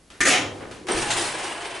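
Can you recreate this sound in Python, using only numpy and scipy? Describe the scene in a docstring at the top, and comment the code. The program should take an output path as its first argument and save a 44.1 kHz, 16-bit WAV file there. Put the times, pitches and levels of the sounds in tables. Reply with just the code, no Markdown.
"""A light metal click over quiet room noise and a faint hum in a kitchen, then the sheet-metal
oven door of an old gas stove is pulled open. The catch snaps free (decaying sines), the door
scrapes its frame (random slips through dense ringing) and rings (sine modes), then knocks, groans
and squeaks as it comes to rest (noise bursts, unsteady tones). A grainy rush of random contacts
with drifting resonances follows, swells a few times and fades, duller as it goes."""
import sys
import numpy as np
from scipy import signal
from scipy.fft import rfft, irfft, next_fast_len
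from scipy.io import wavfile
from scipy.ndimage import map_coordinates

SR = 44100
rng = np.random.default_rng(int(sys.argv[2]) if len(sys.argv) > 2 else 0)


def unload_wav(signal):
    """Save mono or channel-first audio to the path in sys.argv[1] as 16-bit WAV at rate SR, clipped to [-1, 1]."""
    wavfile.write(
        sys.argv[1],
        SR,
        np.round(np.clip(np.atleast_2d(signal).T, -1, 1) * 32767).astype(np.int16),
    )


N = 79380
T = np.arange(N) / SR  # time, s

# spectrum of the room noise: hz, relative_db
FLOOR_SPECTRUM = [(25, -18), (80, -12.5), (300, -16), (1000, -27), (11000, -33.5)]
FLOOR_DB, HUM_HZ, HUM_DB = -55, 48, -62

# light clicks of handle and hinge: start_s, level_db (before HITS_TRIM_DB)
CLICKS = [(.1025, -43), (.7123, -39), (.869, -34), (.886, -30)]
# spectrum of a click: hz, relative_db
CLICK_SPECTRUM = [(100, -15), (350, 2.5), (800, -3), (1500, 0), (3000, -3), (6000, -9.5), (11000, -14.5)]
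CLICK_T60_S, CRACK_T60_S, HITS_TRIM_DB = 0.63, 0.019, -2

# decay of the kitchen: hz, t60_s
KITCHEN_DECAY = [(400, 0.98), (2000, 0.35), (11000, 0.26)]
ROOM_DB, ROOM_RISE_S = -9.5, 0.031

# contacts of the catch letting go: start_s, relative_db
SNAPS = [(0.2056, -15.5), (0.2113, -16), (0.23, -22.5), (0.2526, -19)]
# modes of the catch: hz, relative_db, t60_s
CATCH_MODES = [(1211, -10, .35), (1441, -12, .35), (1666, -12, .3), (1795, 1, .15), (1829, -5.5, .25),
               (1946, -9, .25), (2055, -6, .25), (2238, -9, .35), (2402, -12, .35), (6336, -14, .3)]
# spectrum of a snap: hz, relative_db
SNAP_SPECTRUM = [(40, -34), (105, -10), (180, -22), (320, -2), (520, -20), (1050, -17.5), (1800, -1),
                 (2700, -10), (4800, -16), (6400, -11), (10900, -19)]
CATCH_MODES_DB, SNAP_BODY_DB, SNAP_T60_S = -4, -4, 0.2
MODE_WAVER = 0.25  # phase waver in rad; also fractional level waver of the door modes

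# modes of the door: hz, level_db, t60_s, peak_s
DOOR_MODES = [(102, -38, 1, .43), (277, -25, .33, .29), (308, -34, .7, .39), (345, -30, .4, .23),
              (730, -20.5, .24, .338), (1740, -27, .25, .29), (2080, -25, .3, .35), (2198, -25, .3, .33),
              (2693, -25, .22, .31), (2975, -27, .25, .33), (6840, -28, .16, .29)]
DOOR_RISE_S = 0.025

# dull knocks of the door: start_s, level_db (before HITS_TRIM_DB)
KNOCKS = [(.206, -37), (.608, -35), (.62, -33), (.887, -23.5), (.894, -24), (.947, -30)]
# spectrum of a knock: hz, relative_db
KNOCK_SPECTRUM = [(50, -28), (200, -14), (340, 2), (590, -5), (1050, -16), (1470, -10), (3000, -21.5),
                  (11000, -70)]
KNOCK_T60_S = 0.34

# deep thuds of the stove's body: start_s, level_db (before THUD_GAIN)
THUDS = [(.208, -48), (.947, -37)]
THUD_HZ, THUD_T60_S, THUD_GAIN = 46, 0.2, 2

# pressure of the door on its frame: time_s, pressure_db
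RUB_PRESSURE = [(.25, -44), (.254, -17), (.278, -12), (.3, -15.5), (.335, -18), (.365, -19.5), (.39, -29),
                (.45, -36), (.52, -49)]
# spectrum at the start of the stroke: hz, relative_db
RUB_BRIGHT_SPECTRUM = [(80, -23), (220, -9), (290, 0), (460, -10), (630, -2), (950, -11.5), (1700, 1),
                       (2800, -4), (4800, -9.5), (6700, -3.5), (8000, -9.5), (10900, -10)]
# spectrum as the edge comes clear: hz, relative_db
RUB_DULL_SPECTRUM = [(60, -35), (110, -3), (200, -11), (320, -0.5), (600, -8), (800, 1), (1100, -6.5),
                     (2800, 0), (5000, -12), (6800, -10.5), (10900, -35)]
DULLS_FROM_S, DULLS_UNTIL_S = 0.27, 0.36
SLIPS_PER_S, SLIP_SCATTER_DB = 6000, 3
RUB_T60_S, RUB_DB, RUB_DIRECT_DB, RUB_PANELS_DB = 0.27, -0.5, -5, -3
PANEL_RENEW_S = 0.03

# faint rub of the hinge as the door swings: time_s, level_db (before HITS_TRIM_DB)
SWING_LEVEL = [(.45, -44), (.6, -40), (.75, -44), (.82, -51)]
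# spectrum of the hinge rub: hz, relative_db
SWING_SPECTRUM = [(50, -2), (110, 9), (320, 9.5), (480, 5), (11000, -17.5)]

# soft groans of the door: start_s, length_s, pitch_hz, level_db
GROANS = [(0.794, 0.086, 315, -46), (0.83, .05, 463, -45), (0.844, 0.044, 365, -35.5),
          (.908, 0.044, 411.6, -30), (0.953, .035, 325, -27.5)]

# strength of the rush: time_s, strength_db
RUSH_STRENGTH = [(.89, -32), (1.07, -29.5), (1.14, -27.5), (1.26, -28.5), (1.34, -32.5), (1.47, -33),
                 (1.61, -38.5), (1.8, -39)]
# rattling surges of the rush: start_s, added_strength_db
SURGES = [(.96, 3), (1.016, 3), (1.102, 2.5), (1.164, 2), (1.209, 3), (1.64, 4)]
# spectrum of the rush's body: hz, relative_db
BODY_SPECTRUM = [(130, -25), (230, -7.5), (350, 2.5), (520, 0), (850, 2), (1350, -2), (1900, -1),
                 (3200, -6), (5000, -15), (11000, -39)]
# spectrum of the rush's hiss, before its metal ringing: hz, relative_db
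TREBLE_SPECTRUM = [(1000, -5.5), (2600, 2.5), (6100, 0.5), (6750, 0.5), (7200, -1.5), (8600, 3.5),
                   (10000, 0.5), (11000, -8.5)]
# narrow resonances of the rush: hz, width_hz, relative_db
RUSH_RINGS = [(355, 50, -15), (691.6, 60, -11), (832, 65, -13), (1024, 110, -12.5), (1676, 90, -14.5),
              (2664, 120, -15.5), (3010, 110, -14)]
RUSH_START_S, RUSH_RISE_S, SURGE_PEAK_S = 0.884, 0.0011, 0.014
BODY_DB, TREBLE_DB, GRAINS_PER_S, GRAIN_SCATTER_DB = 0.5, -3.5, 12000, 0.5
BODY_DB_PER_DB, TREBLE_DB_PER_DB = 0.61, 1.31  # response to strength
FLUTTER_DB, FLUTTER_PER_S = 1.2, 63
METAL_T60_S, METAL_DB = 0.12, 2
RING_DRIFT, RING_SWELL_DB, RING_CHANGES_PER_S = 0.025, 3, 13  # drift: fraction of pitch
# low rumble under the rush: time_s, level_db
RUMBLE_LEVEL = [(.87, -74), (.95, -39), (1.13, -40.5), (1.25, -48.5), (1.8, -61)]
# spectrum of the rumble: hz, relative_db
RUMBLE_SPECTRUM = [(36, -0.5), (65, -15), (110, 7), (220, -2.5), (1500, -46)]

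# thin metal squeaks: start_s, length_s, level_db
SQUEAKS = [(.914, .014, -22), (.927, .014, -28), (.993, .018, -34)]
SQUEAK_FUNDAMENTAL_HZ, SQUEAK_JITTER, SQUEAK_SECOND_DB = 2870, 0.0117, -10.5

# bright clashes of metal on metal: start_s, level_db (before CLASH_GAIN)
CLASHES = [(1.104, -29.5), (1.112, -30), (1.21, -38)]
# spectrum of a clash: hz, relative_db
CLASH_SPECTRUM = [(200, -17), (500, -4.5), (1300, -5), (1900, 2), (2600, -2), (4200, -0.5), (5500, -9),
                  (6800, -0.5), (11000, -17.5)]
CLASH_T60_S, CLASH_GAIN = 0.22, 2

# stereo width: hz, side_over_mid_db
STEREO_WIDTH = [(50, -18), (280, -15), (600, -10)]
LEFT_DB, TOP_HZ = 0.2, 11080  # the right gets -LEFT_DB


def amp(db):
    """Decibels to gain."""
    return 10 ** (np.asarray(db) / 20)


def unit(x):
    """Scale to rms 1."""
    return x / np.sqrt(np.mean(x ** 2) + 1e-20)


def along(points, hz):
    """Interpolate (hz, value) points on a log-frequency axis."""
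    point_hz, value = np.transpose(points)
    return np.interp(np.log(hz + 1), np.log(point_hz + 1), value)


def curve(points):
    """Interpolate (time_s, value) points over the scene."""
    return np.interp(T, *np.transpose(points))


def decay(t, t60_s):
    """Free exponential decay, 60 dB in t60_s, silent before time zero."""
    return np.exp(-np.log(1000) * np.maximum(t, 0) / t60_s) * (t >= 0)


def arch(start_s, length_s):
    """Half-sine envelope."""
    return np.sin(np.pi * np.clip((T - start_s) / length_s, 0, 1))


def wobble(knots_per_s):
    """Smooth random curve through Gaussian knots."""
    return map_coordinates(rng.standard_normal(4096), [T * knots_per_s], mode="mirror")


def filtered(x, response):
    """Multiply the spectrum of x by a response of frequency."""
    size = next_fast_len(N + SR // 2)
    hz = np.fft.rfftfreq(size, 1 / SR)
    return irfft(rfft(x, size) * response(hz), size)[..., :N]


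def spread(pair, response):
    """Filter two unrelated signals as mid and side; return left and right at rms 1."""
    def mid_side_response(hz):
        width = amp(along(STEREO_WIDTH, hz))
        return response(hz) * np.array([np.ones_like(hz), width])
    mid, side = filtered(pair, mid_side_response)
    return unit(np.array([mid + side, mid - side]))


def noise(spectrum):
    """Steady stereo noise of a given spectrum, rms 1."""
    return spread(rng.standard_normal((2, N)), lambda hz: amp(along(spectrum, hz)))


def grains(per_s, scatter_db, spectrum):
    """Tiny contacts at random times, signs and sizes, rms 1."""
    hit = rng.random((2, N)) < per_s / SR
    sign = rng.choice([-1, 1], (2, N))
    size = amp(scatter_db * rng.standard_normal((2, N)))
    return spread(hit * sign * size, lambda hz: amp(along(spectrum, hz)))


def blows(rows, spectrum, t60_s, crack_db):
    """Each blow is shaped noise with a brief crack and a longer dense ring."""
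    out = np.zeros((2, N))
    for start_s, level_db in rows:
        age = T - start_s
        envelope = decay(age, t60_s) + amp(crack_db) * decay(age, CRACK_T60_S)
        out += amp(level_db) * noise(spectrum) * envelope
    return out


def panels(x, t60_s):
    """Dense sheet-metal ringing whose resonances change as the contact moves on."""
    out = np.zeros_like(x)
    t = T[T < t60_s]
    for centre_s in np.arange(0, N / SR, PANEL_RENEW_S):
        near = np.flatnonzero(abs(T - centre_s) < PANEL_RENEW_S)
        window = np.cos(np.pi / 2 * (T[near] - centre_s) / PANEL_RENEW_S)
        ring = rng.standard_normal(len(t)) * decay(t, t60_s)
        ring /= np.linalg.norm(ring)
        start = near[0]
        answer = signal.fftconvolve(x[:, near] * window, ring[None])[:, :N - start]
        out[:, start:start + answer.shape[1]] += answer
    return out


def room_floor():
    """Steady shaped noise plus a sine hum."""
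    hum = np.sin(2 * np.pi * HUM_HZ * T)
    return amp(FLOOR_DB) * noise(FLOOR_SPECTRUM) + amp(HUM_DB) * hum


def clicks():
    """Light metal contacts: a strong crack over a thin, dense ring."""
    return blows(CLICKS, CLICK_SPECTRUM, CLICK_T60_S, crack_db=-3)


def kitchen(x):
    """Convolve with a decaying noise tail whose treble dies first."""
    white = noise([(20, 0), (20000, 0)])
    hz, t, z = signal.stft(white, SR, nperseg=256)
    z = z * decay(t, along(KITCHEN_DECAY, hz)[:, None])
    tail = signal.istft(z, SR, nperseg=256)[1][:, :N]
    tail = tail * np.clip(T / ROOM_RISE_S, 0, 1)
    return signal.fftconvolve(x, tail / np.linalg.norm(tail[0]), axes=1)[:, :N]


def catch():
    """The catch snaps free and chatters; each contact renews its decaying modes."""
    ring = np.zeros(N)
    age = T - SNAPS[0][0]
    for hz, relative_db, t60_s in CATCH_MODES:
        energy = sum((amp(snap_db) * decay(T - s, t60_s)) ** 2 for s, snap_db in SNAPS)
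        phase = 2 * np.pi * hz * age + MODE_WAVER * wobble(130.8)
        ring += amp(relative_db) * np.sqrt(energy) * np.sin(phase)
    body = blows(SNAPS, SNAP_SPECTRUM, SNAP_T60_S, crack_db=-7)
    return amp(CATCH_MODES_DB) * ring + amp(SNAP_BODY_DB) * body


def door():
    """Each wavering mode builds exponentially to its peak, then rings out."""
    out = np.zeros(N)
    for hz, level_db, t60_s, peak_s in DOOR_MODES:
        age = T - peak_s
        build_up = np.exp(np.minimum(age, 0) / DOOR_RISE_S)
        swell = np.where(age < 0, build_up, decay(age, t60_s)) * (T > SNAPS[0][0])
        swell = swell * (1 + MODE_WAVER * wobble(68.2))
        phase = 2 * np.pi * hz * T + rng.uniform(0, 2 * np.pi) + MODE_WAVER * wobble(68.8)
        out += amp(level_db) * swell * np.sin(phase)
    return out


def knocks():
    """Dull blows of the door: dense low ringing with hardly any crack."""
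    return blows(KNOCKS, KNOCK_SPECTRUM, KNOCK_T60_S, crack_db=-32)


def thuds():
    """Deep, short pushes of the stove's body as decaying sines."""
    out = np.zeros(N)
    for start_s, level_db in THUDS:
        age = T - start_s
        out += amp(level_db) * decay(age, THUD_T60_S) * np.sin(2 * np.pi * THUD_HZ * age)
    return THUD_GAIN * out


def scrape():
    """Quick slips of the door's edge shake the panels, duller as the edge comes clear."""
    turn = np.pi / 2 * np.interp(T, [DULLS_FROM_S, DULLS_UNTIL_S], [0, 1])
    bright = grains(SLIPS_PER_S, SLIP_SCATTER_DB, RUB_BRIGHT_SPECTRUM)
    dull = grains(SLIPS_PER_S, SLIP_SCATTER_DB, RUB_DULL_SPECTRUM)
    touching = (T > RUB_PRESSURE[0][0]) * (T < RUB_PRESSURE[-1][0])
    slips = (np.cos(turn) * bright + np.sin(turn) * dull) * amp(curve(RUB_PRESSURE)) * touching
    ringing = panels(slips, RUB_T60_S)
    return amp(RUB_DB) * (amp(RUB_DIRECT_DB) * slips + amp(RUB_PANELS_DB) * ringing)


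def swing():
    """The hinge rubs faintly as the door swings open: low shaped noise."""
    moving = (T > SWING_LEVEL[0][0]) * (T < RUSH_START_S)
    return amp(curve(SWING_LEVEL)) * moving * noise(SWING_SPECTRUM)


def groans():
    """Short, low sines with unsteady phase swell and die."""
    out = np.zeros(N)
    for start_s, length_s, pitch_hz, level_db in GROANS:
        tone = np.sin(2 * np.pi * pitch_hz * T + wobble(60))
        out += amp(level_db) * arch(start_s, length_s) * tone
    return out


def metal(x):
    """Close, quickly dying resonances of sheet metal colour a sound, rms 1."""
    return unit(x + amp(METAL_DB) * panels(x, METAL_T60_S))


def streak(hz, width_hz):
    """A narrow noise resonance that drifts in pitch and comes and goes, rms 1."""
    drifting_hz = hz * (1 + RING_DRIFT * wobble(RING_CHANGES_PER_S))
    phase = 2 * np.pi * np.cumsum(drifting_hz) / SR
    pair = np.array([wobble(width_hz) * np.cos(phase) + wobble(width_hz) * np.sin(phase)
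                     for _ in range(2)])
    swell = amp(RING_SWELL_DB * wobble(RING_CHANGES_PER_S))
    return spread(pair * swell, np.ones_like)


def rush():
    """One uneven strength drives grains, narrow resonances and hiss, over a low rumble."""
    strength_db = curve(RUSH_STRENGTH)
    mean_db = np.mean(strength_db[T > RUSH_START_S])
    swell_db = strength_db - mean_db + FLUTTER_DB * wobble(FLUTTER_PER_S)
    for start_s, added_db in SURGES:
        age = np.maximum(T - start_s, 0) / SURGE_PEAK_S
        swell_db += added_db * age * np.exp(1 - age)
    rings = sum(amp(db) * streak(hz, width_hz) for hz, width_hz, db in RUSH_RINGS)
    body = amp(BODY_DB) * grains(GRAINS_PER_S, GRAIN_SCATTER_DB, BODY_SPECTRUM) + rings
    body = amp(BODY_DB_PER_DB * swell_db) * body
    # treble follows strength more steeply, so the fade dulls
    hiss = metal(grains(GRAINS_PER_S, GRAIN_SCATTER_DB, TREBLE_SPECTRUM))
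    hiss = amp(TREBLE_DB + TREBLE_DB_PER_DB * swell_db) * hiss
    onset = np.clip((T - RUSH_START_S) / RUSH_RISE_S, 0, 1)
    rumble = amp(curve(RUMBLE_LEVEL)) * noise(RUMBLE_SPECTRUM)
    return onset * amp(mean_db) * (body + hiss) + rumble


def squeaks():
    """Short squeaks of jittering pitch, on second and third harmonics only."""
    pitch_hz = SQUEAK_FUNDAMENTAL_HZ * (1 + SQUEAK_JITTER * wobble(900))
    phase = 2 * np.pi * np.cumsum(pitch_hz) / SR
    gate = sum(amp(db) * arch(start_s, length_s) for start_s, length_s, db in SQUEAKS)
    return gate * (np.sin(3 * phase) + amp(SQUEAK_SECOND_DB) * np.sin(2 * phase))


def clashes():
    """Metal strikes metal: bright dense ringing with a slight crack."""
    return CLASH_GAIN * blows(CLASHES, CLASH_SPECTRUM, CLASH_T60_S, crack_db=-16)


def scene():
    """The stove in its kitchen; door modes, thuds, rush and floor take no room tail."""
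    trimmed = amp(HITS_TRIM_DB) * (clicks() + knocks() + swing())
    stove = trimmed + catch() + scrape() + groans() + squeaks() + clashes()
    tail = amp(ROOM_DB) * kitchen(stove)
    mix = room_floor() + stove + tail + door() + thuds() + rush()
    return mix * amp([[LEFT_DB], [-LEFT_DB]])


def record(dry):
    """Nothing is kept above the band limit."""
    return filtered(dry, lambda hz: hz < TOP_HZ)


dry = scene()
out = record(dry)
unload_wav(out)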